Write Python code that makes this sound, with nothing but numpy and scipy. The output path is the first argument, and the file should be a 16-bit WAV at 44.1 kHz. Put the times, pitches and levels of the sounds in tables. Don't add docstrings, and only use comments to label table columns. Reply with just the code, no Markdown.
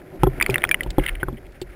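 import sys
import numpy as np
from scipy import signal
from scipy.fft import rfft, irfft
from scipy.io import wavfile

SR = 44100
rng = np.random.default_rng(int(sys.argv[2]) if len(sys.argv) > 2 else 0)


def dump(signal):
    limited = np.clip(np.atleast_2d(signal).T, -1, 1)
    pcm = np.round(limited * 32767).astype(np.int16)
    wavfile.write(sys.argv[1], SR, pcm)


N = 77175
TIME = np.arange(N) / SR
FREQS = np.arange(N // 2 + 1) * SR / N
AGE = TIME[:SR // 4]
BUBBLE_LOW_HZ, BUBBLE_HIGH_HZ = 857, 3200


def from_db(db):
    return 10 ** (np.asarray(db) / 20)


def rms_one(x):
    return x / np.sqrt(np.mean(x ** 2) + 1e-20)


def levels(rows):
    times_s, *columns_db = np.transpose(rows)
    return [from_db(np.interp(TIME, times_s, db)) for db in columns_db]


def add(out, start_s, sound):
    i = max(int(start_s * SR), 0)
    out[i:i + len(sound)] += sound[:max(N - i, 0)]


def butterworth(x, order, edge_hz, kind="low"):
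    return signal.sosfilt(signal.butter(order, edge_hz, kind, fs=SR, output="sos"), x)


def noise(colour):
    hz, db = np.transpose(colour)
    gain = from_db(np.interp(np.log(FREQS + 1), np.log(hz), db))
    return rms_one(irfft(rfft(rng.standard_normal(N)) * gain, N))


def lumpy_noise(colour, spread_db, corner_hz=18.7):
    steady = noise(colour)
    swing = rms_one(irfft(rfft(rng.standard_normal(N)) / (1 + (FREQS / corner_hz) ** 2), N))
    return rms_one(steady * from_db(spread_db * swing))


def decay(t60_s):
    return from_db(-60 * AGE / t60_s)


def attack(tau_s):
    return 1 - np.exp(-AGE / tau_s)


def ring(hz, t60_s):
    return np.sin(2 * np.pi * hz * AGE) * decay(t60_s)


def puff(colour, t60_s):
    return noise(colour)[:len(AGE)] * decay(t60_s)


def rumble():
    # (time [s], level [dB])
    envelope = [(0, -52), (.15, -63), (.22, -27.5), (.46, -38.5), (1.3, -36), (1.53, -43.5)]
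    # (frequency [Hz], level [dB])
    colour = [(15, -10.5), (45, 4.5), (100, -14), (200, -97)]
    # (time [s], frequency [Hz], level [dB], length [s])
    surges = [(0.19, 48, -19, 0.13), (0.863, 41, -19, 0.062), (0.975, 38.2, -14.5, 0.055),
              (1.091, 34.1, -23, 0.069)]
    out = levels(envelope)[0] * noise(colour)
    for start_s, hz, db, length_s in surges:
        t = TIME[TIME < length_s]
        swell = np.sin(np.pi * t / length_s)
        add(out, start_s, from_db(db) * swell * np.sin(2 * np.pi * hz * t))
    return out


def wash():
    # (time [s], slosh [dB], froth [dB])
    envelopes = [(.15, -42.5, -56.5), (.42, -35.5, -48.5), (.52, -33.5, -38.5), (.62, -33, -44),
                 (.87, -39, -51), (.95, -43.5, -55), (1.03, -34, -40), (1.12, -42, -47), (1.33, -45, -58),
                 (1.55, -48, -56), (1.75, -45, -56)]
    # (frequency [Hz], level [dB])
    slosh_colour = [(60, -10), (135, 0.5), (220, -5), (310, -1.5), (365, 3), (440, -7), (580, -4.5),
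                    (800, -11.5), (2000, -39.5)]
    froth_colour = [(700, -25), (1400, 4.5), (2150, 2.5), (4300, -21.5)]
    grains_per_s, t60_cycles, size_spread_db, grains_db = 350, 11.5, 4, -4
    slosh = lumpy_noise(slosh_colour, spread_db=2.5)
    hiss = lumpy_noise(froth_colour, spread_db=4)
    pitches_hz = rng.triangular(1200, 2000, 3400, size=16)
    grains = np.zeros(N)
    for hz in pitches_hz:
        births = rng.random(N) < grains_per_s / len(pitches_hz) / SR
        sizes = from_db(size_spread_db * np.minimum(rng.exponential(1, N), 4))
        grain = ring(hz, t60_cycles / hz) * attack(1 / hz)
        grains += signal.fftconvolve(births * sizes, grain)[:N]
    froth = hiss + from_db(grains_db) * rms_one(grains)
    slosh_gain, froth_gain = levels(envelopes)
    return slosh_gain * slosh + froth_gain * froth


def knocks():
    # (time [s], housing gain [dB], contact cutoff [Hz], air pocket [Hz], pocket level [dB])
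    blows = [(0.234, -7.5, 2060, 853, -7), (.2400, -18.5, 1230, 149.6, -13.5),
             (0.2691, -19, 1220, 707, -20.5), (0.2719, -16, 960, 382.3, -9.5),
             (0.4930, -19.5, 1350, 382, -11.5), (0.4972, -23, 680, 124.4, -17),
             (.8620, -24.5, 453, 920, -24.5), (.9830, -10, 870, 302, -18.5), (0.9866, -15, 690, 510, -18.5),
             (1.2311, -22, 1080, 1050, -57), (1.2841, -22.5, 1400, 1047, -18),
             (1.328, -27, 316, 225.5, -24.5), (1.6170, -31.5, 717, 361.4, -21.5)]
    # (frequency [Hz], level [dB], t60 [s])
    modes = [(131.4, -5.5, 0.19), (174, -4, 0.078), (312.6, -9.5, 0.067), (370.8, 2, 0.063),
             (510.4, -2, 0.0315), (837, 3, 0.016), (1033, -10, 0.034), (1276, -3.5, 0.02)]
    mode_jitter_db, clack_db, pocket_t60_cycles = 1.5, -21.5, 23.8
    out = np.zeros(N)
    for start_s, housing_db, contact_hz, pocket_hz, pocket_db in blows:
        ringing = sum(from_db(db + rng.uniform(-mode_jitter_db, mode_jitter_db)) * ring(hz, t60_s)
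                      for hz, db, t60_s in modes)
        clack = from_db(clack_db) * ring(hz=3340, t60_s=0.025)
        housing = butterworth(ringing, 3, contact_hz) + clack
        pocket = ring(pocket_hz, pocket_t60_cycles / pocket_hz) * attack(0.5 / pocket_hz)
        add(out, start_s, -from_db(housing_db) * housing - from_db(pocket_db) * pocket)
    return out


def ticks():
    # (time [s], level before the filter [dB])
    taps = [(.234, -23), (0.484, -34), (0.506, -21), (0.8328, -25), (0.904, -20), (1.465, -41),
            (1.521, -43.5), (1.6151, -24), (1.6244, -33)]
    out = np.zeros(N)
    for start_s, db in taps:
        add(out, start_s, from_db(db) * rng.standard_normal(len(AGE)) * decay(t60_s=0.026))
    return butterworth(out, 2, edge_hz=[1940, 4350], kind="band")


def bubbles():
    # (time [s], pitch [Hz], level [dB], t60 [s], second resonance [Hz], its level [dB])
    pops = [(0.4, 2240, -9, 0.0096, 1700, -25), (0.4110, 1970, 2.5, 0.0062, 2600, -18),
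            (0.4141, 2174, -6.5, 0.012, 1740, -30), (0.4236, 2430, -14, 0.0094, 3506, -16.5),
            (0.4252, 2405, -2, 0.011, 4780, -15), (0.4627, 2140, -0.5, 0.0065, 4450, -26),
            (0.4987, 2450, -12, 0.017, 5100, -26.5), (0.5422, 2720, -11.5, 0.022, 2070, -8),
            (0.5572, 1940, 1, 0.0081, 2470, -15), (0.5810, 1760, -8.5, 0.005, 3580, -21.5),
            (0.639, 1950, 8.5, 0.0042, 2510, -6), (0.6498, 1440, -11.5, 0.011, 3340, -18.5),
            (0.6908, 1900, -10.5, 0.013, 5290, -24), (0.7125, 2360, -4.5, 0.035, 1710, -5.5),
            (0.7433, 2045, -1, 0.011, 2915, -7.5), (0.8072, 1984, -9, 0.018, 3160, -26),
            (0.8329, 3000, -21, 0.019, 4390, -40), (1.2303, 1517, -8, 0.021, 1090, -24)]
    # (frequency [Hz], level [dB])
    snap_colour = [(800, 2.5), (1400, 0), (3300, -9), (4100, -46)]
    spray_colour = [(1200, -3), (3300, 10.5), (4100, -21), (6000, -2.5)]
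    snap_db, spray_db, second_t60_s = -22, -10.5, 0.014
    onset = attack(tau_s=0.00029)
    main, second = np.zeros((2, N))
    for start_s, hz, db, t60_s, second_hz, second_db in pops:
        snap = from_db(snap_db) * puff(snap_colour, t60_s=0.028)
        spray = from_db(spray_db) * puff(spray_colour, second_t60_s)
        add(main, start_s, from_db(db) * onset * (ring(hz, t60_s) + snap))
        add(second, start_s, from_db(second_db) * onset * (ring(second_hz, second_t60_s) + spray))
    main = butterworth(main, 4, BUBBLE_HIGH_HZ)
    return butterworth(main + second, 4, BUBBLE_LOW_HZ, "high")


def crackles():
    # (time [s], level at the lower pitch [dB], length [s])
    clusters = [(0.4408, -37, 0.0054), (0.6195, -24.5, 0.0011), (0.634, -28, 0.0018), (0.993, -32, 0.0067),
                (1.0367, -31.5, 0.0061), (1.0627, -18.5, 0.0028), (1.078, -27, 0.0033),
                (1.0847, -23.5, 0.0052), (1.0919, -21, .003), (1.152, -32.5, 0.0041), (1.199, -43.5, .02),
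                (1.369, -49.5, .02)]
    low_hz, high_hz, clicks_per_s = 2063, 3020, 2000
    out = np.zeros(N)
    for start_s, db, length_s in clusters:
        for hz in low_hz, high_hz:
            clicks = (rng.random(len(AGE)) < clicks_per_s / SR) * rng.standard_normal(len(AGE))
            clicks[0] = 1
            grain = ring(hz, t60_s=0.0054) * attack(1 / hz)
            run = signal.fftconvolve(clicks * (AGE < length_s), grain)
            run /= np.sqrt(np.sum(run ** 2) / (length_s * SR))
            add(out, start_s, from_db(db) * low_hz / hz * run)
    return butterworth(out, 2, BUBBLE_HIGH_HZ)


def scene():
    water = bubbles() + knocks() + rumble() + wash() + crackles() + ticks()
    mid = water + from_db(-64) * rng.standard_normal(N)
    side = from_db(-44) * wash()
    return np.array([mid + side, mid - side])


def record(dry):
    band_hz, hold_hz, mirror_db, cutoff_hz = 5650, 12000, -0.5, 15800
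    baseband = butterworth(dry, 10, band_hz)
    slope = irfft(rfft(baseband) * 1j * FREQS, N)
    steps = 2 * np.cos(2 * np.pi * hold_hz * TIME) * slope
    mirror = irfft(rfft(steps) / (1j * np.maximum(FREQS, hold_hz / 2)), N)
    clipped = np.clip(baseband + from_db(mirror_db) * mirror, -0.9, 0.9)
    top_cut = signal.ellip(10, 0.2, 80, cutoff_hz, fs=SR, output="sos")
    return signal.sosfilt(top_cut, clipped)


dry = scene()
out = record(dry)
dump(out)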